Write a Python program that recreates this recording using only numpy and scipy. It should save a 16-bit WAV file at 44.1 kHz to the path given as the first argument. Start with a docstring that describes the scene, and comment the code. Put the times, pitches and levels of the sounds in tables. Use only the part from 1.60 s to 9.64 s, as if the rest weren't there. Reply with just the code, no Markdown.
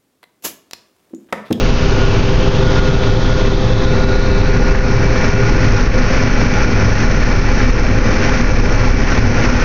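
"""Combine harvester, heard in the cab

A combine harvester cuts a dry standing crop. Sines make the throbbing unbalanced shafts, hums, fan and
gear whines; shaped noise makes the cab's boom and drone; random snaps and noise make the stalks and hiss.
Short sine swells unsettle the boom, drone and hum; decaying sines ring the header panels.
The microphone turns from the side window to the windscreen, and the loud bass overloads it."""
import sys
import numpy as np
from scipy import signal
from scipy.fft import rfft, irfft
from scipy.io import wavfile

SR = 44100
rng = np.random.default_rng(int(sys.argv[2]) if len(sys.argv) > 2 else 0)


def int16_out(signal):
    """Quantize to a 16-bit WAV file."""
    q = np.round(np.clip(np.atleast_2d(signal).T, -1, 1) * 32767)
    wavfile.write(sys.argv[1], SR, q.astype(np.int16))


N = 354652
TIME = np.arange(N) / SR  # s
BINS = np.fft.rfftfreq(N, 1 / SR)  # Hz

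# uneven rise and fall of the rush, hiss and rattle: (time [s], level change [dB])
RUSH_LEVEL = [(0, -1), (.1, 0), (.2, 0.5), (.48, -0.3), (.57, 0.8), (.75, -1), (1.05, 0), (1.16, 1.1),
              (1.28, .5), (1.55, -0.5), (1.8, 1.2), (2, -1.5), (2.55, -1), (2.72, -2), (2.86, -0.5), (3, 0),
              (3.49, 0.2), (3.57, 1), (3.68, 2.2), (3.76, -1), (4.2, 2.5), (4.31, -3.5), (4.45, 1.4),
              (4.8, 0), (4.94, 1.5), (5.12, -.5), (5.42, 0.5), (5.8, -0.3), (6, 1.3), (6.38, -2), (6.55, 1),
              (6.76, 2.8), (6.9, -2.8), (7.08, -1.5), (7.22, 1.5), (7.35, -1), (7.52, 2.5), (7.68, -1),
              (8, 4)]
# spectrum of the rush, facing the header: (frequency [Hz], relative density [dB per Hz])
RUSH_FRONT = [(300, -3), (700, -1), (770, -3), (845, -1), (940, -1.5), (1050, 0), (1250, -0.5), (1480, 1),
              (1850, 1.4), (2150, -0.9), (2400, -1.7), (2700, -6), (3000, -10.5), (3600, -16.5),
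              (5000, -36.5)]
# ringing modes of the header's sheet metal: (frequency [Hz], relative level [dB], t60 [s])
PANELS = [(839.4, 1.5, 0.094), (1043, -3, .06), (1365, -2.5, 0.13), (1521, -1, 0.08), (1747, -2, .06),
          (1850, -3.5, 0.056), (2020, -3.5, 0.058), (2470, -4, .05), (3100, -12, .03), (4350, -12, .02),
          (5770, -11.5, 0.013)]


def gain_of(db):
    """Decibels to amplitude."""
    return 10 ** (np.asarray(db) / 20)


def evened(x):
    """Scales to an rms of one."""
    return x / np.sqrt(np.mean(x ** 2) + 1e-20)


def blend(start, end, share):
    """Moves from start to end as share goes from zero to one."""
    return start + share * (end - start)


def follow(rows):
    """Columns of a timed table, interpolated to one value a sample."""
    s, *columns = np.transpose(rows)
    return [np.interp(TIME, s, column) for column in columns]


def humps(rows):
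    """Sum of cosine-squared humps: (centre [s], full length [s], peak size)."""
    total = 0
    for centre_s, length_s, size in rows:
        position = np.clip((TIME - centre_s) / length_s, -.5, .5)
        total = total + size * np.cos(np.pi * position) ** 2
    return total


def wander(rate_hz):
    """Slow random curve of unit rms, with changes up to about the given rate."""
    spectrum = rfft(rng.standard_normal(N)) / (1 + (BINS / rate_hz) ** 4)
    return evened(irfft(spectrum, N))


def tone(hz, sway_rad=0):
    """Sine of unit rms along a pitch curve, its phase pushed by sway_rad."""
    return np.sqrt(2) * np.sin(2 * np.pi * np.cumsum(hz) / SR + sway_rad)


def coloured(x, spectrum):
    """Shapes x by a spectrum that falls away beyond both end points; unit rms."""
    hz, db = np.transpose(spectrum)
    shape = gain_of(np.interp(np.log(BINS + 1), np.log(hz), db))
    shape /= np.maximum(BINS / hz[-1], 1) ** 2
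    shape *= np.minimum(BINS / hz[0], 1)
    return evened(irfft(rfft(x) * shape, N))


def resonate(x, hz, width_hz):
    """Resonance of gain one at a moving centre: shift to 0 Hz, one-pole low-pass, shift back."""
    turn = np.exp(2j * np.pi * np.cumsum(hz) / SR)
    r = np.exp(-np.pi * width_hz / SR)
    return 2 * (turn * signal.lfilter([1 - r], [1, -r], x / turn)).real


def snaps(per_s, spread_db, share):
    """Random snaps of uneven size; share is their part of the power, the rest is noise."""
    size = gain_of(spread_db * np.minimum(rng.exponential(1, N), 4))
    clicks = size * rng.choice([-1, 1], N) * (rng.random(N) < per_s / SR)
    share = np.clip(share, 0, 1)
    return np.sqrt(share) * evened(clicks) + np.sqrt(1 - share) * rng.standard_normal(N)


def shafts(speed, lean):
    """Unbalanced shafts shake the cab: fast beats with slow at 6.6 Hz, and with its twin in long waves."""
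    fast_hz, slow_hz = 32.22, 25.65  # at full speed
    slow_db = -22
    # fast shaft's shake: (time [s], mean level [dB])
    shake = [(.3, -17), (.7, -21), (1.6, -17.5), (2.8, -17.5), (3.3, -18), (4.25, -18), (5.6, -19.5),
             (6.3, -15), (7.2, -15)]
    # times [s] when the slipping twin opposes the fast shaft
    cancels_s = [0, .87, 2.2, 3.63, 4.97, 6.66, 7.8, 9.2]
    sway_rad = 0.2 * wander(4.0)
    slip_rad = 2 * np.pi * np.interp(TIME, cancels_s, np.arange(len(cancels_s)))
    twin_share = blend(0.28, 0.55, lean)  # of the fast shaft's amplitude: seat, windscreen
    twin = twin_share * tone(fast_hz * speed, sway_rad - slip_rad)
    pair = tone(fast_hz * speed, sway_rad) - twin
    fast = gain_of(follow(shake)[0] + 1.0 * wander(2.0)) * pair
    slow = gain_of(slow_db + 1.2 * wander(1.4)) * tone(slow_hz * speed, 0.086 * wander(5.3))
    return fast + slow


def partials(table, speed, position, flutter_db, sway_rad, rate_hz):
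    """Tones geared to the drive; the uneven load flutters each in level and phase."""
    out = np.zeros(N)
    for hz, start_db, end_db in table:
        level_db = blend(start_db, end_db, position) + flutter_db * wander(rate_hz)
        phase_rad = sway_rad * wander(rate_hz) + 2 * np.pi * rng.random()
        out += gain_of(level_db) * tone(hz * speed, phase_rad)
    return out


def drive(speed, facing, lean):
    """Gear whines, fan and hums; the cab's standing waves set how loud each is at the microphone."""
    whine_hz, header_hz, fan_hz = 1437.3, 2310.8, 516.6  # at full speed
    # main gear whine, coming and going: (time [s], mean level [dB])
    whine_levels = [(.12, -39), (.43, -30.5), (.52, -41), (.83, -39), (.95, -44), (1.03, -33.5),
                    (1.25, -30), (1.47, -32.5), (1.58, -35), (1.74, -32), (1.93, -31), (2, -46),
                    (2.15, -40), (2.33, -35), (2.55, -28.5), (2.8, -36.5), (3.1, -29.5), (3.55, -40),
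                    (3.8, -31), (4.3, -34), (4.5, -33.5), (5.4, -34.5), (6.15, -38.5), (6.7, -35),
                    (7.4, -39.5), (8, -32)]
    # header drive's thin whine, louder as the microphone turns toward it: (time [s], mean level [dB])
    header_levels = [(.1, -41.5), (.75, -40.5), (1.1, -54), (1.5, -44), (2.05, -54), (2.45, -40),
                     (3.3, -39), (3.65, -33.5), (4.2, -43.5), (4.95, -32), (5.2, -36.5), (5.9, -36),
                     (7.3, -37.5), (8, -37.5)]
    # fan's blade tone, fading as the microphone turns away: (time [s], mean level [dB])
    fan_levels = [(.5, -30), (1.3, -25.5), (2.4, -26.5), (3.4, -29.5), (4.4, -30), (5.6, -36), (7.1, -29.5),
                  (7.5, -36), (8, -31.5)]
    # engine and belt hums: (full-speed frequency [Hz], mean level at seat [dB], at windscreen [dB])
    hum_rows = [(64.6, -31, -30), (105, -31, -27.5), (116.4, -25.5, -29), (148.3, -32, -42),
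                (174.6, -38, -41), (248.3, -33, -31), (323.7, -34, -37), (391.6, -24.8, -37),
                (409.1, -30, -36), (485.8, -35.5, -36), (615, -47, -44), (647, -40, -50), (809, -47, -50)]
    # lesser gears: (full-speed frequency [Hz], mean level facing side window [dB], facing header [dB])
    gear_rows = [(1155.4, -50, -48), (2584.7, -51, -50), (2642.5, -44, -47.5)]
    whine_db = follow(whine_levels)[0] + 1.9 * wander(14) + 1.3 * wander(45)
    whine = gain_of(whine_db) * tone(whine_hz * speed, 0.53 * wander(20) + 0.2 * wander(60))
    header_db = follow(header_levels)[0] + 1.8 * wander(16)
    header = gain_of(header_db) * tone(header_hz * speed, 0.44 * wander(30))
    fan_db = follow(fan_levels)[0] + 2.4 * wander(24)
    fan = gain_of(fan_db) * tone(fan_hz * speed, 0.2 * wander(10))
    hums = partials(hum_rows, speed, lean, flutter_db=1.5, sway_rad=0.16, rate_hz=12)
    gears = partials(gear_rows, speed, facing, flutter_db=3.5, sway_rad=0.19, rate_hz=15)
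    return whine + header + fan + hums + gears


def cab(lean):
    """The threshing shakes the floor and sets the panels droning: shaped noise."""
    boom_db, boom_lean_db = -17, 0.1  # at the seat; change toward the windscreen
    seat_db, front_db = -19.5, -20
    # floor boom: (frequency [Hz], relative density [dB per Hz])
    boom_spectrum = [(10, -18), (20, -9), (28, -3), (37, -1.5), (47, 5.5), (62, -2), (85, -1.5),
                     (104, -0.5), (116, -4.5), (130, -7), (180, -19.5), (400, -36)]
    # panel drone at the seat: (frequency [Hz], relative density [dB per Hz])
    seat_spectrum = [(90, -13), (120, -0.5), (150, 4), (175, 2), (205, -1.5), (245, 1), (280, -1),
                     (350, -7), (400, -2.5), (450, -8), (500, -7), (580, -14), (750, -17), (1500, -35.5)]
    # panel drone at the windscreen: (frequency [Hz], relative density [dB per Hz])
    front_spectrum = [(90, -22.5), (140, -2.5), (170, 0), (205, 0), (240, 2), (275, 1), (310, -5.5),
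                      (355, -7.5), (400, -6.5), (450, -8.5), (495, -4.5), (570, -11), (750, -16.5),
                      (1500, -31)]
    boom = gain_of(boom_db + boom_lean_db * lean) * coloured(rng.standard_normal(N), boom_spectrum)
    seat = gain_of(seat_db) * coloured(rng.standard_normal(N), seat_spectrum)
    front = gain_of(front_db) * coloured(rng.standard_normal(N), front_spectrum)
    return boom + np.sqrt(1 - lean) * seat + np.sqrt(lean) * front


def crop(facing, lean):
    """Dry stalks break in the header in clumps: noise to the side, snaps and noise in front."""
    rush_side_db, rush_front_db = -26.5, -24  # before rush level and clumps
    chaff_side_db, chaff_front_db = -33, -33  # before rush level, clumps and the two changes below
    chaff_lean_db, chaff_turn_db = 9.5, -17.5  # side hiss: leaning up, turning away
    # stalk rush at the side window: (frequency [Hz], relative density [dB per Hz])
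    rush_side = [(300, -14.5), (650, 3.5), (760, 1), (840, 5.5), (950, 3), (1100, 3), (1250, 2.5),
                 (1450, 0), (1750, -2), (2100, -4), (2600, -7.5), (3200, -19), (5000, -31)]
    # chaff hiss at the side window: (frequency [Hz], relative density [dB per Hz])
    chaff_side = [(1500, -21.5), (3000, 5.5), (4300, 7), (5000, 6), (5800, 4), (6400, 1), (6900, -8),
                  (7300, -19.5)]
    # chaff hiss facing the header: (frequency [Hz], relative density [dB per Hz])
    chaff_front = [(1500, -17), (3500, -7), (4300, -0.5), (4800, -2.5), (5400, 3), (5900, 2.5),
                   (6400, -4.5), (6900, -16.5), (7300, -40)]
    clumps_db = .5 * wander(60)
    side, front = np.sqrt(1 - facing), np.sqrt(facing)
    rush = side * gain_of(rush_side_db) * coloured(rng.standard_normal(N), rush_side)
    rush += front * gain_of(rush_front_db) * coloured(snaps(1500, 3.3, 0.4), RUSH_FRONT)
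    hiss_db = chaff_side_db + chaff_lean_db * lean + chaff_turn_db * facing
    chaff = side * gain_of(hiss_db) * coloured(rng.standard_normal(N), chaff_side)
    chaff += front * gain_of(chaff_front_db) * coloured(snaps(1800, 3.1, 0.55), chaff_front)
    return gain_of(follow(RUSH_LEVEL)[0] + clumps_db) * (rush + chaff)


def tonal_swells():
    """Short unsteady swells of the cab's boom, drone and hum: sines under smooth humps."""
    # swells: (centre time [s], length [s], frequency [Hz], peak level before flutter [dB])
    swell_rows = [(0.41, 0.16, 248, -25), (0.592, 0.5, 104, -23), (.84, 0.18, 400, -24.5),
                  (1.025, 0.32, 119, -22), (1.17, 0.13, 403, -22.5), (1.306, 0.26, 133, -18),
                  (1.583, 0.54, 114, -16.5), (2.115, 0.31, 113.7, -22), (2.994, 0.14, 245, -21),
                  (3.406, 0.45, 113.7, -17.5), (3.797, 0.11, 402.6, -20), (3.856, 0.23, 116, -18.5),
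                  (4.093, .3, 112.3, -16.5), (4.098, 0.2, 241.4, -25.5), (4.364, 0.13, 245, -24.5),
                  (4.743, 0.4, 109.3, -23), (5.25, 0.3, 105, -18), (6.063, .18, 239.7, -24),
                  (6.142, 0.23, 107.4, -19.5), (6.81, 0.17, 242.5, -22), (7.23, 0.13, 116.4, -18),
                  (7.653, 0.28, 106, -20.5), (7.687, 0.21, 238, -19.5), (7.93, 0.33, 246, -22)]
    sway_rad = 0.44 * wander(21)
    flutter = gain_of(2.0 * wander(27))
    out = np.zeros(N)
    for s, length_s, hz, db in swell_rows:
        swell = humps([(s, length_s, gain_of(db))])
        out += swell * tone(np.full(N, hz), sway_rad + 2 * np.pi * rng.random())
    return flutter * out


def ring(hz, db, t60_s):
    """One panel mode's dying ring: a decaying sine, 1/8 s long."""
    t = TIME[:SR // 8]
    return gain_of(db - 60 * t / t60_s) * np.sin(2 * np.pi * hz * t)


def rattle(facing):
    """The header's panels ring, each under its own uneven stream of random blows."""
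    side_db, front_db = -38, -30.5  # before rush level
    blows_per_s, spread_db = 90, 2.5  # on each panel
    blows = np.zeros(N)
    for panel in PANELS:
        blows += signal.oaconvolve(snaps(blows_per_s, spread_db, 1), ring(*panel))[:N]
    level_db = blend(side_db, front_db, facing) + follow(RUSH_LEVEL)[0]
    return gain_of(level_db) * evened(blows)


def bursts():
    """Brief broadband bursts of decaying noise, with faint panel ringing by random amounts."""
    noise_decay_s, noise_db, ring_db = 0.0066, 1.5, -9  # levels relative to the row's
    # bursts: (time [s], reference level [dB])
    burst_rows = [(.062, -20), (1.436, -23), (1.851, -21), (3.149, -22), (3.557, -18), (3.67, -18),
                  (4.697, -21), (4.938, -19), (6.003, -25), (7.243, -20), (7.52, -21), (7.824, -25)]
    noise = coloured(rng.standard_normal(N), RUSH_FRONT)
    out = np.zeros(N + SR)
    for s, db in burst_rows:
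        rings = sum(rng.standard_normal() * ring(*panel) for panel in PANELS)
        at = round(s * SR)
        t = TIME[:len(rings)]
        burst = np.roll(noise, -at)[:len(t)] * np.exp(-t / noise_decay_s)
        out[at:at + len(t)] += gain_of(db + noise_db) * burst + gain_of(db + ring_db) * rings
    return out[:N]


def air():
    """Air and fine chaff hiss in one broad, grainy band: snaps and noise through two resonances."""
    # band, shifting as the microphone turns: (time [s], centre [Hz], level before a 0.7 dB cut [dB])
    band_rows = [(0, 2720, -31.5), (.75, 2775, -32), (1, 3300, -33), (1.8, 3410, -33), (2.2, 3540, -33.5),
                 (2.4, 3950, -36.5), (2.85, 4040, -35), (3.05, 4310, -40), (3.6, 4320, -43.5),
                 (8.04, 4400, -49.5)]
    hz, level_db = follow(band_rows)
    band = resonate(snaps(1800, 3.0, .5), hz, 980)
    band = resonate(band, hz, 980)
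    return gain_of(level_db - 0.7) * evened(band)


def scene():
    """Sums all that reaches the microphone; the shafts and drive tones sag together under load."""
    # microphone: (time [s], turn toward header [0-1], lean up to windscreen [0-1])
    pose = [(0, 0.03, 0.3), (1, 0.05, 0), (2, 0.05, 0.13), (2.5, 0.25, 0.1), (3, 0.55, 0.14),
            (3.8, 0.83, 0.35), (4.4, 0.9, 0.8), (4.8, 0.98, 0.91)]
    # brief sags under load: (centre time [s], length [s], peak share of speed lost)
    sags = [(1.2, .7, .0048), (1.84, .45, .0038), (7.4, .5, .0026)]
    facing, lean = np.clip(follow(pose), 0, 1)
    speed = 1 - humps(sags)
    machine = shafts(speed, lean) + drive(speed, facing, lean) + cab(lean) + tonal_swells()
    cutting = crop(facing, lean) + rattle(facing) + bursts()
    return (machine + cutting + air())[None]


def limited(x, ceiling, recovery_db_per_s):
    """Limiter: the gain drops at once on a peak and creeps back at a steady rate in dB."""
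    over_db = np.maximum(20 * np.log10(abs(x) / ceiling + 1e-9), 0)
    fall_db = TIME * recovery_db_per_s
    return x / gain_of(np.maximum.accumulate(over_db + fall_db) - fall_db)


def record(dry):
    """The input sits off centre, so bass troughs pump the limiter and flatten; then the band limit."""
    gain_db, offset = 2.0, -.187
    edge_hz = 7280
    pumped = limited(gain_of(gain_db) * dry[0] + offset, ceiling=0.75, recovery_db_per_s=63.5)
    clipped = np.clip(pumped, -.71, .71)
    low_pass = signal.firwin(441, edge_hz, window=("kaiser", 4), fs=SR)
    return signal.oaconvolve(clipped, low_pass, "same")[None]


dry = scene()
out = record(dry)
int16_out(out)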